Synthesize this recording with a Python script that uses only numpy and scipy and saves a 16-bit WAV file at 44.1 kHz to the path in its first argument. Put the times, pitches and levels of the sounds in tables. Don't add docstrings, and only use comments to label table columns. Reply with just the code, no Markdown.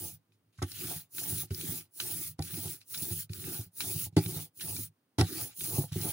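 import sys
import numpy as np
from scipy import signal
from scipy.fft import rfft, irfft
from scipy.io import wavfile
from scipy.ndimage import uniform_filter1d

SR = 44100
rng = np.random.default_rng(int(sys.argv[2]) if len(sys.argv) > 2 else 0)


def store_wav(level_fs):
    pcm = np.round(np.clip(np.atleast_2d(level_fs), -1, 1) * 32767)
    wavfile.write(sys.argv[1], SR, pcm.T.astype(np.int16))


def level_to_linear(level):
    exponent = np.asarray(level, float) / 20
    return 10 ** exponent


N = 270112

# (frequency [Hz], level [dB])
ROOM_TONE = [(30, -20), (60, -14), (105, 5.5), (145, -1), (260, 2.5), (600, -10), (1050, -11.5),
             (3000, -20), (8000, -25.5), (9500, -17.5), (11000, -26.5), (13500, -28.5), (15000, -13),
             (16000, -19.5)]
ROOM_DB = -79
REST_DB = -105

# (start [s], fastest [s], end [s], hiss level [dB], extra drop at the slow start [dB])
PUSHES = [
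    (.63, .886, 1.078, -41, 22),
    (1.5, 1.712, 1.882, -43.7, 6.5),
    (2.39, 2.644, 2.838, -44, 9),
    (3.3, 3.538, 3.7, -43.8, 10.5),
    (4.17, 4.387, 4.507, -45.7, 3),
    (5.21, 5.377, 5.556, -41.7, 24),
    (5.91, 6.069, 6.19, -41, 12),
]
# (start [s], fastest [s], end [s], hiss level [dB])
PULLS = [
    (-.143, -.009, .195, -46),
    (1.084, 1.359, 1.485, -41.2),
    (1.9, 2.197, 2.357, -42.5),
    (2.832, 3.157, 3.276, -42.4),
    (3.709, 3.992, 4.105, -41.3),
    (4.528, 4.783, 4.905, -43.4),
    (5.523, 5.735, 5.907, -40.8),
]
PRESSURE_DB = [-46.5, -46.5, -48, -45, -46, -43.5, -43, -48.5, -49, -51, -53.5, -48, -48.5, -49.5]
# (time [s], upper mode level [dB])
HOLLOW = [(.91, -52), (1.71, -57), (2.65, -58), (3.55, -57), (4.38, -54), (5.391, -49.5), (6.07, -45.5),
          (.05, -61.5), (1.25, -58), (2.09, -59), (3.03, -62.5), (3.86, -58.5), (4.7, -58.5), (5.78, -50.5)]
# (start [s], end [s], load [dB])
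LEANING = (0.26, .58, -83)
GRIP_S, GRIP_DB = 0.061, 24

# (offset [dB], peak delay [s], drop at the start [dB],
# rise curvature [-], drop at the end [dB], fall curvature [-])
HISS_PUSH = (0.1, .001, .1, 1.16, 48, 2.82)
HISS_PULL = (0.1, .001, 57, 6.86, 52, 4.35)
TACK_PUSH = (-9, 0, -0.7, 2, 39.5, 2.6)
TACK_PULL = (-12.5, 0.0276, 68.5, 7, 37.5, 3)
LOAD_PUSH = (0.1, -0.1, -0.5, 0.08, 56.5, 3)
LOAD_PULL = (0.1, -0.0747, 62.5, 3.5, 107, 4)
LOW_PUSH = (3, -0.06, -5, 1, 40.5, 2.5)
LOW_PULL = (6.3, 0.023, 50, 4.26, 32, 2.36)
UPPER_PUSH = (.1, .001, 14.4, 0.76, 40, 1.13)
UPPER_PULL = (.1, .001, 48, 1.9, 41, 1.5)

# (frequency [Hz], level [dB], decay t60 [s])
LOW_MODES = [(101.5, 0.5, 0.089), (158, -5.5, 0.099)]
MIDDLE_MODES = [(268.2, -2, 0.12), (319.8, 2.5, 0.085), (361.4, -1, 0.11)]
UPPER_MODES = [(492.4, -1.5, 0.078), (568.4, -2, 0.056), (699, 4.5, 0.047), (772, -6, 0.1),
               (817.6, 0, 0.091), (932, -12, 0.061)]
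# (frequency [Hz], level [dB], decay t60 [s])
BARREL_MODES = [(1145, -4.5, 0.066), (1355, 4, 0.037), (1486, -3.5, 0.055), (1546, -5, 0.05),
                (1700, -6.5, 0.02), (1895, -10.5, 0.098), (2000, -2.5, 0.046), (2250, -7, .025)]
# (frequency [Hz], level [dB], decay t60 [s])
FRAME_MODES = [(1400, 0, .004), (1900, 1, .004), (2500, -17, .04), (2680, -18, .04), (2600, 1, .004),
               (3300, 1, .004), (4000, 0, .004)]
FRAME_TOP_MODES = [(4700, 0, .004), (5300, -14, .025), (5600, 0, .004), (6600, -2, .004), (7800, -4, .004),
                   (9400, -3, .008)]

# (time [s], deepest mode [dB], then relative
# to it: second mode [dB], middle group [dB], upper group [dB])
LANDINGS_AND_BUMPS = [(0.583, -37.5, -18, -27.5, -25), (0.616, -33, -21, 4.5, -1), (0.621, -22, -12, -10, -17),
                      (1.505, -25, -7, -9.5, -28), (2.388, -25, -9, -5.5, -12), (2.392, -22, -5.5, -14, -13),
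                      (3.296, -30.5, -5.5, -15, -44), (4.164, -20.5, 8.5, 9, -7), (4.173, -23.5, -16.5, -23, -2.5),
                      (5.182, -20, -9.5, 0, -6), (5.192, -23, -14.5, 2.5, -10.5), (5.207, -18.5, -0.5, -2.5, -9),
                      (5.216, -21.5, 1, -27, -7.5), (5.915, -32.5, 3.5, -15, -23), (1.43, -43, -5, -2, -6),
                      (2.651, -37.5, 4, -1, -11), (4.06, -36.5, -2, -12, -12.5), (4.359, -40, 11.5, -7.5, -8),
                      (5.779, -29, 11.5, 5.5, -6.5), (5.834, -43.5, 13.5, -5, 3.5), (6.041, -45, 16.5, 12, -6.5)]
# (time [s], deepest mode [dB], relative second mode [dB], relative middle group [dB])
BUMPS = [(0.847, -41, -15, -14), (0.955, -42.5, 5, -21), (1.323, -31, -1, -24), (1.685, -32, 1.5, -22),
         (2.531, -35, 2, -14), (2.571, -41, -15, 7.5), (3.015, -38, 4, -2.5), (3.106, -30.5, -8, -9.5),
         (3.116, -38, 6.3, -30), (3.469, -35.5, -2, -3.5), (3.589, -29.5, -19.5, -17),
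         (3.954, -33.5, 2.5, -13), (4.122, -48, 1.5, -10), (4.256, -31.5, 3, -7), (3.66, -50.5, 1.5, -16),
         (4.784, -35, -13, -6), (5.75, -45, 4, 3), (5.956, -28, 2, 0)]
BUMP_UPPER_DB = -20.5
# (time [s], level [dB])
BARREL_RINGS = [(.583, -49.5), (0.615, -39), (.622, -36.5), (1.505, -58), (2.387, -45), (4.164, -37),
                (4.173, -42), (4.359, -54), (5.183, -33), (5.19, -35), (5.206, -31), (5.216, -44),
                (5.834, -56), (5.913, -57), (6.041, -53)]
# (time [s], peak level [dB], bright top relative level [dB])
CLICKS = [(0.32, -67, -3), (0.6243, -37, 13.5), (0.7163, -48.5, 22.5), (0.81, -40.5, -16),
          (1.182, -31, -14), (1.506, -43, 0), (1.5452, -50, 25), (1.6101, -37, 10.5), (1.9997, -25, 6.5),
          (2.391, -52, 23), (2.4225, -46, 22), (2.54, -39.5, -18), (2.8135, -50.5, 5), (2.9448, -34.5, -19),
          (2.975, -45.5, 20.5), (3.294, -50, -12), (3.3325, -48.5, 24), (3.44, -39, -5.5),
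          (3.8044, -25, -0.5), (3.8217, -42, 16), (4.166, -31, 12), (4.2597, -34.5, 7), (4.5963, -46, -16),
          (4.6103, -36.5, -17.5), (4.764, -43, 17.5), (5.183, -39.5, 10), (5.21, -26.5, 13.5),
          (5.6073, -35, -1), (5.923, -58, 14), (6.0133, -46, 21)]
# (delay [s], level [dB], sign [-])
CHATTER = [(.00067, -5, -1), (.00131, -3, 1), (.00188, -6, -1), (.0027, -6, 1), (.0033, -10, 1)]

# (frequency [Hz], density [dB per Hz])
FIZZ = [(3530, -24.5), (6000, -16), (8110, -15.5), (10000, -3), (12400, -14.5), (13300, -14), (13700, -12),
        (15100, -1.5), (15800, -1.5)]
TACK = [(530, -26), (900, -15), (1070, -29), (1160, -5), (1520, -3.5), (1740, -5.5), (2590, -2),
        (2800, -1.5), (4250, -0.5), (7500, -4.5), (9750, -24), (16500, -120)]
FINEST_DB = 2
# (time [s], hold [s], level [dB])
SQUASHES = [(0.32, .02, -86), (0.524, 0.046, -81.5), (0.574, 0.05, -73.5), (0.618, .01, -51.5),
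            (1.188, .005, -51), (1.468, 0.026, -75), (1.503, 0.015, -60), (2.002, .01, -47.5),
            (2.381, .03, -70), (2.801, 0.017, -70), (2.936, 0.011, -48), (3.291, 0.056, -69.5),
            (3.802, 0.016, -47), (4.122, .03, -84), (4.163, 0.024, -47.5), (4.603, 0.012, -51.5),
            (5.181, 0.033, -44), (5.237, 0.054, -62), (5.496, 0.035, -69), (5.875, 0.036, -66.5),
            (5.918, 0.013, -52.5)]
SQUASH_RISE_S, SQUASH_DB_PER_S = 0.0058, 451.5
SQUASH_TACK_DB, SQUASH_FINEST_DB = 2.5, -8.5

# (frequency [Hz], side minus mid [dB])
PORTS = [(60, -34.5), (110, -24), (200, -10), (380, -11), (700, -2), (1290, -1.5), (2380, -1.5), (4400, 2),
         (8120, -5), (15000, -17.5)]
BASS_CUT_HZ, EDGE_HZ = 78.3, 15860


def evened(x):
    return x / np.sqrt(np.mean(x ** 2) + 1e-20)


def colour(x, points):
    f, level_db = np.transpose(points)
    hz = np.fft.rfftfreq(N, 1 / SR)
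    curve_db = np.interp(np.log(hz + 1), np.log(f + 1), level_db, left=-90, right=-90)
    return evened(irfft(rfft(x) * level_to_linear(curve_db), N))


def ring(modes, rise_s, detune=0., scatter_db=0.):
    t = np.arange(SR // 5) / SR
    x = np.zeros(len(t))
    for hz, db, t60 in modes:
        shift, weight = rng.standard_normal(2)
        decay = level_to_linear(db + scatter_db * weight - 60 * t / t60)
        x += decay * np.sin(2 * np.pi * hz * (1 + detune * shift) * t)
    x = x * (1 - np.exp(-t / rise_s))
    return x / abs(x).max()


def struck(times, dbs, modes, rise_s, detune, scatter_db):
    x = np.zeros(N + SR)
    for s, db in zip(times, dbs):
        sound = level_to_linear(db) * ring(modes, rise_s, detune, scatter_db)
        x[int(s * SR):][:len(sound)] += sound
    smear = rng.standard_normal(300) * level_to_linear(-np.arange(300) * .12)
    smeared = signal.fftconvolve(x, smear / np.linalg.norm(smear))[:len(x)]
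    return np.array([x, smeared])[:, :N]


def snaps(per_s, spread_db):
    size = level_to_linear(spread_db * np.minimum(rng.exponential(1, (2, N)), 5))
    happens = rng.random((2, N)) < per_s / SR
    return size * rng.standard_normal((2, N)) * happens


def flicker(length_s, depth_db):
    size = int(length_s * SR)
    drift = uniform_filter1d(uniform_filter1d(rng.standard_normal(N), size), size)
    return level_to_linear(depth_db * evened(drift))


def patchy(x, depth_db):
    z = signal.stft(x, nperseg=512, noverlap=384)[2]
    field = rng.standard_normal(z.shape[1:])
    field = uniform_filter1d(field, size=6, axis=0)
    field = evened(uniform_filter1d(field, size=14, axis=1))
    return signal.istft(z * level_to_linear(depth_db * field), nperseg=512, noverlap=384)[1][:, :N]


def rolling_db(push_law, pull_law, peaks_db, tops=None):
    t = np.arange(N) / SR
    out = np.full(N, float(REST_DB))
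    strokes = PUSHES + PULLS
    if tops is None:
        tops = [row[1] for row in strokes]
    for row, peak_db, top in zip(strokes, peaks_db, tops):
        is_push = row in PUSHES
        offset_db, late_s, start_db, rise, end_db, fall = push_law if is_push else pull_law
        start, top, end = row[0], top + late_s, row[2]
        slow_start_db = sum(row[4:])
        before = np.clip((top - t) / (top - start), 0, 2)
        after = np.clip((t - top) / (end - top), 0, 2)
        level = peak_db + offset_db - (start_db + slow_start_db) * before ** rise - end_db * after ** fall
        if is_push:
            level = level - GRIP_DB * np.clip(1 - (t - start) / GRIP_S, 0, 1) ** 2
            level = np.where(t < start, REST_DB, level)
        out = np.maximum(out, level)
    return out


def squash_gain():
    t = np.arange(N) / SR
    gain = np.zeros(N)
    for s, hold, db in SQUASHES:
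        rise = np.clip((t - s) / SQUASH_RISE_S, 0, 1)
        gain += rise * level_to_linear(db - SQUASH_DB_PER_S * np.clip(t - s - hold, 0, 1))
    return gain


def room_tone():
    return level_to_linear(ROOM_DB) * colour(rng.standard_normal((2, N)), ROOM_TONE)


def rumble():
    t = np.arange(N) / SR
    leaning_start, leaning_end, lean_load_db = LEANING
    leaning_db = np.where((t > leaning_start) & (t < leaning_end), lean_load_db, REST_DB)
    load_db = np.maximum(rolling_db(LOAD_PUSH, LOAD_PULL, PRESSURE_DB), leaning_db)
    load_db = uniform_filter1d(load_db, size=800)
    low_db = np.maximum(rolling_db(LOW_PUSH, LOW_PULL, PRESSURE_DB), leaning_db + 7)
    low_db = uniform_filter1d(low_db, size=800)
    hollow_s, hollow_db = np.transpose(HOLLOW)
    upper_db = rolling_db(UPPER_PUSH, UPPER_PULL, hollow_db, hollow_s)
    # modes, rise [s], lumps per second, level [dB]
    layers = ((LOW_MODES, .012, 80, low_db - 8.0),
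              (MIDDLE_MODES, .003, 120, load_db - 8.5),
              (UPPER_MODES + BARREL_MODES[:1], .001, 300, upper_db - 6.0))
    out = np.zeros((2, N))
    for modes, rise_s, per_s, db in layers:
        for place in range(4):
            body = ring(modes, rise_s, .06, 2.5)
            body = body / np.linalg.norm(body)
            lumps = evened(snaps(per_s, 2.4)) * level_to_linear(db)
            out += signal.oaconvolve(lumps, body[None], axes=1)[:, :N]
    return out


def blows():
    rows = LANDINGS_AND_BUMPS + [(*row, BUMP_UPPER_DB) for row in BUMPS]
    s, db, second_db, middle_db, upper_db = np.transpose(rows)
    low = struck(s + 0.0009, db - 1.0, LOW_MODES[:1], 0.0073, 0.042, 0)
    second = struck(s + 0.0033, db + second_db - 4.5, LOW_MODES[1:], 0.005, 0.04, 0)
    middle = struck(s + 0.0028, db + middle_db - 2.0, MIDDLE_MODES, 0.0025, 0.055, 3.3)
    upper = struck(s + 0.00322, db + upper_db - 0.5, UPPER_MODES, 0.00067, 0.046, 0.75)
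    table = (low + second + middle + upper) * level_to_linear([[0], [-7.0]])
    ring_s, ring_db = np.transpose(BARREL_RINGS)
    barrel = struck(ring_s + 0.003104, ring_db + 0.6, BARREL_MODES, 0.002, 0.027, 3.2)
    return table + barrel


def axle():
    s, db, top_db = np.transpose(CLICKS)
    slap = struck(s + .001, db + 4.0, FRAME_MODES, .0001, 0.054, 6.4)
    slap += struck(s + .001, db + top_db - 6.5, FRAME_TOP_MODES, .00005, 0.049, 0.98)
    slap = -signal.sosfilt(signal.butter(4, 1250, "high", fs=SR, output="sos"), slap)
    out = slap.copy()
    for late_s, level_db, sign in CHATTER:
        out += sign * level_to_linear(level_db) * np.roll(slap, int(late_s * SR), axis=1)
    return out


def ink():
    speed_db = [row[3] for row in PUSHES + PULLS]
    hiss = level_to_linear(rolling_db(HISS_PUSH, HISS_PULL, speed_db))
    pull_apart = level_to_linear(rolling_db(TACK_PUSH, TACK_PULL, speed_db))
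    squash = squash_gain()
    film = flicker(0.0089, 0.51) * flicker(0.024, 0.69) * flicker(0.011, 0.74)

    fizz = evened(patchy(colour(snaps(27000, 1.1), FIZZ), 2.3))
    finest = irfft(rfft(fizz) * (np.fft.rfftfreq(N, 1 / SR) > 12800), N)
    fizz = (fizz - finest) * np.hypot(hiss, squash) * level_to_linear(4.0)
    finest = finest * np.hypot(hiss * level_to_linear(FINEST_DB), squash * level_to_linear(SQUASH_FINEST_DB)) * level_to_linear(2.5)

    tack = evened(patchy(colour(snaps(9000, 1.4), TACK), 3.0))
    tack = tack * np.hypot(pull_apart, squash * level_to_linear(SQUASH_TACK_DB)) * level_to_linear(0.8)
    return (fizz + finest + tack) * film


def scene():
    mid, other = rfft(room_tone() + rumble() + blows() + axle() + ink())
    f, side_db = np.transpose(PORTS)
    hz = np.fft.rfftfreq(N, 1 / SR)
    spread = level_to_linear(np.interp(np.log(hz + 1), np.log(f + 1), side_db))
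    lag = .35
    lean = -.08
    side = spread * (-1j * lag * mid + np.sqrt(1 - lag ** 2) * other) + lean * mid
    return irfft(np.array([mid + side, mid - side]), N)


def roll_off(x):
    return signal.sosfilt(signal.butter(12, 17110, fs=SR, output="sos"), x)


def record(dry):
    thin = signal.sosfilt(signal.butter(3, BASS_CUT_HZ, "high", fs=SR, output="sos"), dry)
    band_edge = signal.firwin(1023, EDGE_HZ, window=("kaiser", 9), fs=SR)
    limited = signal.oaconvolve(thin, band_edge[None], "same")
    return roll_off(limited)


dry = scene()
out = record(dry)
store_wav(out)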